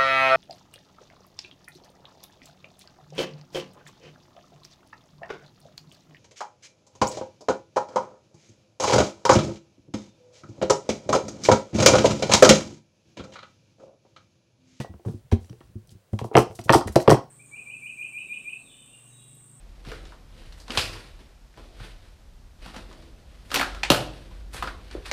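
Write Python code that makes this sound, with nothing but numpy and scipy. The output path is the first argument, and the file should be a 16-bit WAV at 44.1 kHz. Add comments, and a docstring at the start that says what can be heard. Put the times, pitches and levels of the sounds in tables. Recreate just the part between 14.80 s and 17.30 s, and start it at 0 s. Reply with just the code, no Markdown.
"""In a small bedroom, plastic cups are nested and pulled apart on a mat on a wooden table near a laptop microphone.
Cup walls knock hollowly and rims tick, both as sums of decaying modes; walls slide as gritty shaped noise.
Hands and stacks thud on the table by swelling its low modes. The room answers with a brief sparse tail,
over a steady hiss and a rumble that swells."""
import sys
import numpy as np
from scipy import signal
from scipy.fft import rfft, irfft
from scipy.io import wavfile
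from scipy.ndimage import uniform_filter1d

SR = 44100
rng = np.random.default_rng(int(sys.argv[2]) if len(sys.argv) > 2 else 0)


def natural_amplitude(level_db):
    """Convert a level in decibels to a linear amplitude factor, elementwise."""
    exponent = np.asarray(level_db, float) / 20
    return 10 ** exponent


def to_wav(sig):
    """Store sig (one row per channel, or 1-D mono) as 16-bit WAV at the path in sys.argv[1].

    Samples outside -1..1 are clipped; the rate is SR.
    """
    pcm = np.clip(np.atleast_2d(sig), -1, 1) * 32767
    pcm = np.round(pcm).astype(np.int16)
    wavfile.write(sys.argv[1], SR, pcm.T)  # frames by channels


N = 110250  # samples, 2.5 s


def evened(x):
    """Normalization to unit root-mean-square."""
    return x / np.sqrt(np.mean(x ** 2) + 1e-20)


def peaked(x, db):
    """Normalization to a peak level in dB."""
    return natural_amplitude(db) * x / (abs(x).max() + 1e-20)


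def read(points, hz):
    """Interpolation of a frequency table along a logarithmic axis."""
    f, value = np.transpose(points)
    return np.interp(np.log(hz + 1), np.log(f + 1), value)


def add(mix, s, sound):
    """Superposition: a sound joins the mix at s seconds, cut at the end."""
    part = mix[max(round(s * SR), 0):][:len(sound)]
    part += sound[:len(part)]


def ring(hz, db, t60, rise, t):
    """Modal superposition: sines of random phase swell quickly and decay exponentially."""
    hz, db, t60, rise = (np.reshape(v, (-1, 1)) for v in (hz, db, t60, rise))
    phase = 2 * np.pi * (hz * t + rng.random(hz.shape))
    envelope = natural_amplitude(db - 60 * t / t60) * (1 - np.exp(-t / rise)) ** 2
    return (envelope * np.sin(phase)).sum(0)


def shaped(count, gain):
    """Spectral shaping: white noise coloured by a gain rule over frequency."""
    spectrum = rfft(rng.standard_normal(count))
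    hz = np.fft.rfftfreq(count, 1 / SR) + 1
    return evened(irfft(spectrum * gain(hz), count))


def knock(db, hz, crack_db, decay_scale):
    """Modal excitation: wall modes near the struck region ring loudest, together with a short crack."""
    # cup wall modes: f/Hz, relative level/dB, base t60/s
    walls = [(263, 3, 0.078), (350, 3.5, 0.082), (449.7, 5.5, 0.053), (557, 3.5, 0.04), (630, -3, 0.034),
             (700, 0, 0.054), (794, 2, 0.049), (899, -5, 0.074), (950, 2.5, 0.026), (1082, 4, 0.033),
             (1246, 9, 0.016), (1482, 4, 0.017), (1880, 3.5, 0.049), (2260, -33.5, .03)]
    # stiff upper wall modes: f/Hz, relative level/dB, t60/s
    stiff_modes = [(1400, -2, .014), (1700, 0, .014), (2000, 0, .013), (2300, 0, .012), (2600, 0, .012),
                   (2900, -1, .011), (3250, -2, .011)]
    focus_db_per_oct2, rise_cycles = 10, 0.33
    wall_detune, crack_detune = 0.016, 0.06  # standard deviation, share of frequency
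    t = np.arange(6000) / SR
    f, level, t60 = np.repeat(walls, 2, axis=0).T  # each mode is a detuned pair
    f = f * (1 + wall_detune * rng.standard_normal(len(f)))
    level = level - focus_db_per_oct2 * np.log2(f / hz) ** 2
    body = ring(f, level, t60 * max(decay_scale, 0.1), rise_cycles / f, t)
    g, crack_level, crack_t60 = np.transpose(stiff_modes)
    g = g * (1 + crack_detune * rng.standard_normal(len(g)))
    crack = ring(g, crack_level, crack_t60, rise_cycles / g, t)
    return peaked(body, db) + peaked(crack, db + crack_db)


def tick(db, hz, t60):
    """Localized modal excitation: rim modes near the struck pitch ring briefly over a fizz of like colour."""
    # rim modes: f/Hz, relative level/dB
    rim_modes = [(3100, 1.5), (4050, 0.5), (4700, 2), (5700, 5), (6700, -22.5), (8050, 4), (9500, 1),
                 (11500, -6), (13500, 8)]
    focus_db_per_oct, fizz_db = 9.5, -11.5  # fizz peak relative to the ring's
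    rim_t60_s, rim_spread, rise_cycles = 0.013, 0.045, 0.33
    t = np.arange(2048) / SR

    def focus(x):
        return -focus_db_per_oct * abs(np.log2(x / hz))

    f, level = np.repeat(rim_modes, 3, axis=0).T  # each mode is a cluster of three
    f = f * (1 + rim_spread * rng.standard_normal(len(f)))
    chime = ring(f, level + focus(f), np.full(len(f), rim_t60_s), rise_cycles / f, t)
    fizz = shaped(len(t), lambda x: natural_amplitude(focus(x)))
    fizz = fizz * natural_amplitude(-60 * t / max(t60, 0.002)) * np.minimum(t / 0.0003, 1)
    return peaked(peaked(chime, 0) + peaked(fizz, fizz_db), db)


def slide(length, db, hz):
    """Sliding friction: band-shaped noise with random grit swells fast and fades."""
    width_oct, grit_db = 1.5, 3.0  # grit: rms of the level wander
    n = 2 * int(length * SR / 2)
    u = np.arange(n) / n
    grit = natural_amplitude(grit_db * evened(uniform_filter1d(rng.standard_normal(n), 60)))
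    noise = shaped(n, lambda x: np.exp(-(np.log2(x / hz) / width_oct) ** 2))
    stroke = np.sin(np.pi * u ** 0.32) ** 1.18  # crests early
    return natural_amplitude(db) * stroke * evened(grit * noise)


def thud(db, hz, soft):
    """Plate resonance: a soft push swells the low modes of the table top; no two landings alike."""
    # side modes of the board: central f/Hz, level/dB relative to the main mode, t60/s
    side_modes = [(157, -12.5, 0.049), (210.3, -8, 0.11), (269.6, -10.5, 0.06), (343, -14, 0.1),
                  (55, -19, .1), (35.8, -16.5, 0.086)]
    main_t60_s, side_detune = 0.11, 0.08  # detune: standard deviation of side-mode frequency, as a share
    f, level, t60 = np.transpose([(hz, 0, main_t60_s)] + side_modes)
    f[1:] *= 1 + side_detune * rng.standard_normal(len(side_modes))
    return peaked(ring(f, level, t60, max(soft, 0.0003), np.arange(9000) / SR), db)


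def room(x):
    """Reverberation: sparse reflections of random sign, each band decaying at its own rate."""
    # reverberation time: f/Hz, t60/s
    decay_times = [(100, 0.39), (300, 0.16), (800, 0.25), (2000, 0.21), (5000, 0.26), (12000, .15)]
    delay_s, spacing = 0.0036, 12  # spacing in samples, one tap in each
    taps = np.zeros(SR // 2)
    at = np.arange(int(delay_s * SR), len(taps) - spacing, spacing)
    taps[at + rng.integers(0, spacing, len(at))] = rng.choice([-1., 1.], len(at))
    hz, t, z = signal.stft(taps, SR, nperseg=256)
    decay = natural_amplitude(-60 * t / read(decay_times, hz)[:, None])
    tail = signal.istft(z * decay, SR, nperseg=256)[1]
    return signal.fftconvolve(x, tail / np.linalg.norm(tail))[:N]


def air():
    """Background noise: room tone of steady smooth hiss, with a rumble that swells at random."""
    # room tone colour: f/Hz, relative spectral level/dB
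    tone_colour = [(15, -13), (25, -27), (121, -15.5), (295, -36.5), (494, -29), (849, -39), (7440, -47.5),
                   (9240, -46.5), (12500, -50), (16300, -36)]
    tone_db, swell_db, rumble_hz = -58, 7, 220  # rms before the swell; rms of the swell; rumble lies below
    swell = evened(uniform_filter1d(uniform_filter1d(rng.standard_normal(N), 1500), 1500))
    tone = shaped(N, lambda x: natural_amplitude(read(tone_colour, x)))
    low = signal.sosfiltfilt(signal.butter(2, rumble_hz, fs=SR, output="sos"), tone)
    hiss = tone - low
    return natural_amplitude(tone_db) * (hiss + low * natural_amplitude(swell_db * swell))


def scene():
    """Linear superposition of all contacts, their room tail and the room tone."""
    # cup walls knocked: t/s, wall peak level/dB, loudest region f/Hz, crack level/dB re wall, multiple of base t60
    knocks = [(0.002, -28, 670, -6.5, 1), (0.004, -37, 1880, -33, 4.7), (0.011, -31.5, 400, -3, 0.62),
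              (0.046, -29, 730, -25, 0.52), (0.05, -44, 1880, -30, 2), (0.062, -42.5, 744, -9, 1.4),
              (0.139, -44, 573, -13, 0.5), (0.195, -45, 460, -18, 1.05), (0.25, -36, 630, -21, 1.3),
              (0.259, -40, 625, -20, 1.1), (0.275, -35.5, 403, -40, 2), (0.284, -29, 370, -13.5, 0.91),
              (0.338, -41, 337, -28, 0.39), (0.517, -26, 620, -5.5, .7), (0.523, -22, 347, -17, 0.42),
              (0.53, -21.5, 444, -14.5, 0.58), (0.644, -52, 460, 1, 0.62), (0.695, -45.5, 400, -3.5, 0.71),
              (0.729, -41, 410, -7, 1.3), (0.806, -43.5, 370, -4.5, 0.72), (0.812, -43, 1190, -11, 1.2),
              (0.956, -54.5, 350, -29, 1.1), (1.334, -25.5, 410, -18, 1.1), (1.39, -26, 900, 1, 1.27),
              (1.414, -22.5, 460, -21, 0.54), (1.444, -24, 550, -24, 0.45), (1.514, -27.5, 500, -32, 1.3),
              (1.531, -33.5, 630, -12, 1), (1.543, -22.5, 520, -12, .7), (1.553, -1, 700, -4.5, 0.96),
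              (1.556, -3, 480, -15, 0.57), (1.563, -6.5, 423, -32, 0.77), (1.569, -2, 1000, -23, 0.43),
              (1.575, 2, 600, -9, 0.54), (1.582, -4.5, 500, -19, 0.4), (1.59, -10, 600, -9, 1.5),
              (1.604, -19.5, 433, -5, 0.63), (1.66, -32.5, 520, -71, 1.7), (1.71, -32.5, 510, -11, 1.3),
              (1.79, -29, 500, -2, 0.76), (1.858, -38, 322, -23, 1.3), (1.868, -39.5, 400, -38, 2.3),
              (1.894, -3, 875, -0.5, 0.92), (1.902, 1, 700, -33, 0.64), (1.912, -8, 380, -13, 0.39),
              (1.925, -33, 910, -5, 0.51), (1.932, -4, 950, -15.5, 1.6), (1.937, -4.5, 860, -10.5, 0.91),
              (1.947, -3, 800, -22, 0.61), (1.953, -5, 400, -15, 0.83), (1.96, -10, 440, -19, 0.55),
              (2.01, -20, 945, -27, 0.88), (2.075, -23.5, 470, -9, 0.52), (2.081, -24.5, 1220, -10, 0.4),
              (2.157, -11, 617, -7.5, 1.2), (2.162, -1.5, 417, -19, 0.45), (2.173, -22, 407, -8, 0.86),
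              (2.201, -32.5, 1700, -0.5, 0.64), (2.217, -44, 1300, -12, 1.9), (2.277, -5.5, 656, -11, 0.45),
              (2.281, 1, 490, -16.5, 0.41), (2.295, -6, 463, -8, 1.66), (2.302, -7, 1080, -13, 1.36),
              (2.313, -4, 740, -33, 1.1), (2.322, 0, 425, -37, 0.49), (2.33, -7, 414, -13, 0.73),
              (2.345, -16.5, 700, -11, 0.62), (2.37, -27, 950, -30, 1.8)]
    # rims clicking together: t/s, peak level/dB, pitch f/Hz, fizz t60/s
    ticks = [(0.0014, -35, 3580, 0.06), (0.2513, -52, 3720, 0.02), (0.2583, -50, 8270, 0.024),
             (0.5143, -43, 4270, 0.04), (0.523, -33, 4630, 0.0097), (0.646, -48, 6000, 0.032),
             (0.6975, -44, 4240, 0.022), (0.729, -52, 4260, 0.017), (0.8054, -52, 4190, 0.02),
             (1.073, -46, 8990, 0.024), (1.0927, -43.5, 4000, 0.031), (1.3304, -55, 8580, 0.011),
             (1.3893, -31, 3870, 0.047), (1.4427, -39.5, 3910, 0.02), (1.555, -30, 3660, 0.05),
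             (1.5681, -8.5, 5680, 0.042), (1.5744, -23, 5500, 0.036), (1.5834, -13, 5950, 0.037),
             (1.6994, -49, 4400, 0.02), (1.7559, -37, 7500, 0.027), (1.7864, -44, 5100, 0.027),
             (1.7935, -39, 3770, 0.025), (1.814, -36.5, 4740, 0.04), (1.8961, -31, 3500, 0.013),
             (1.9032, -18.5, 3580, 0.022), (1.925, -14.5, 5300, 0.031), (1.932, -9.5, 5320, 0.06),
             (1.9394, -10, 6020, 0.043), (1.9442, -10.5, 4060, 0.049), (1.9594, -17, 4210, 0.06),
             (2.009, -29, 4430, 0.02), (2.0748, -32, 5400, 0.022), (2.08, -34, 5170, 0.02),
             (2.1593, -14.5, 4090, 0.036), (2.202, -29, 4270, 0.02), (2.2164, -28.5, 5040, 0.023),
             (2.277, -22.5, 4160, 0.015), (2.2828, -26, 5120, 0.05), (2.2945, -17, 3700, 0.04),
             (2.3032, -9, 5530, 0.053), (2.3098, -10.5, 5360, 0.039), (2.3233, -24, 8050, 0.013)]
    # walls, fingers and sleeves sliding: t/s, length/s, rms level before the swell/dB, centre f/Hz
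    slides = [(0, 0.046, -45, 4000), (0.252, 0.2, -60.5, 5240), (0.516, 0.049, -49.5, 4630),
              (0.599, 0.29, -65.5, 6100), (0.811, 0.13, -70, 4000), (1.078, 0.032, -66, 8000),
              (1.104, 0.039, -56, 6000), (1.323, 0.1, -61.5, 6040), (1.388, 0.045, -49.5, 5000),
              (1.441, 0.057, -53, 6860), (1.536, 0.025, -51, 2980), (1.555, .02, -42, 7000),
              (1.578, 0.068, -35, 6000), (1.892, 0.049, -49, 6000), (2.285, .02, -62, 5650),
              (1.703, 0.13, -62, 6950), (1.75, 0.049, -49, 7800), (1.79, 0.037, -49, 6800),
              (1.838, 0.043, -45.5, 7550), (1.944, 0.068, -30, 5560), (2.072, 0.03, -39.5, 6200),
              (2.119, 0.043, -48, 8300), (2.157, 0.024, -28.5, 5150), (2.194, 0.056, -44.5, 7050),
              (2.295, 0.068, -30.5, 5700), (0.248, 0.11, -53, 480), (1.879, 0.048, -42.5, 880),
              (1.885, .02, -48, 3000), (2.147, 0.036, -47, 490), (2.249, 0.061, -46.5, 584),
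              (2.222, 0.017, -43, 7000), (0.515, 0.032, -38.5, 1980), (0, 0.08, -51.5, 3300),
              (1.937, 0.036, -38, 4100)]
    # hands and stacks landing on the table top: t/s, peak level/dB, board pitch f/Hz, swell time/s
    thuds = [(0.0, -20, 135, 0.001), (0.093, -32.5, 85, 0.0069), (0.141, -35.5, 78, 0.0033),
             (0.259, -19.5, 109.3, 0.0058), (0.286, -24, 141, 0.0057), (0.341, -27.5, 96.9, 0.0019),
             (0.522, -6, 88.9, 0.0049), (0.6, -49, 96.9, 0.0035), (0.698, -31, 118.7, 0.0041),
             (0.805, -50, 139, 0.003), (0.89, -43.5, 122, 0.0019), (0.953, -27, 102, 0.0047),
             (1.118, -40.5, 89, 0.0018), (1.147, -40, 102, 0.0033), (1.329, -16, 105.2, 0.0041),
             (1.414, -21, 117, 0.0013), (1.445, -27, 112, 0.0049), (1.549, -12.5, 131.6, 0.0023),
             (1.574, -11.5, 114, 0.0012), (1.595, -16.5, 122, 0.003), (1.697, -33, 102, 0.0048),
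             (1.79, -31.5, 111.5, 0.0035), (1.857, -30, 108, 0.0016), (1.897, -8.5, 128.3, 0.0015),
             (1.935, -21.5, 90, 0.0022), (1.955, -15, 135, 0.0014), (2.056, -21.5, 90, 0.0021),
             (2.09, -27, 74, 0.0034), (2.158, -10, 136.4, 0.0013), (2.277, -11.5, 139.7, 0.0028),
             (2.295, -11.5, 114.7, 0.003), (2.309, -10, 146.5, 0.0025), (2.324, -10, 125.7, 0.0012)]
    room_db, table_share = -9.5, 0.36  # the table excites the room less
    table, cups = np.zeros(N), np.zeros(N)
    layers = ((table, thuds, thud), (cups, knocks, knock), (cups, ticks, tick), (cups, slides, slide))
    for mix, rows, source in layers:
        for s, *row in rows:
            add(mix, s, source(*row))
    tail = natural_amplitude(room_db) * room(cups + table_share * table)
    return (table + cups + tail + air())[None]


def top_cut(x):
    """Nothing passes above the cut-off."""
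    return signal.sosfilt(signal.butter(12, 16480, fs=SR, output="sos"), x)


def record(dry):
    """Transducer response: microphone bass cut, soft saturation, treble roll-off and band limit."""
    # microphone treble response: f/Hz, level/dB
    treble = [(1000, 0), (9000, -1.5), (12000, -3), (14000, -9.5), (16000, -10.5)]
    low_hz, ceiling, edge_hz = 41.7, 1.05, 16100  # ceiling in full-scale amplitude
    x = signal.sosfilt(signal.butter(2, low_hz, "high", fs=SR, output="sos"), dry)
    x = x / (1 + abs(x / ceiling) ** 4) ** 0.25
    hz = np.linspace(0, SR / 2, 257)
    response = natural_amplitude(read(treble, hz)) * (hz < SR / 2)  # zero at the Nyquist frequency
    x = signal.oaconvolve(x, signal.firwin2(255, hz, response, fs=SR)[None], "same")
    band_limit = signal.firwin(511, edge_hz, window=("kaiser", 9), fs=SR)
    x = signal.oaconvolve(x, band_limit[None], "same")
    return top_cut(x)


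dry = scene()
out = record(dry)
to_wav(out)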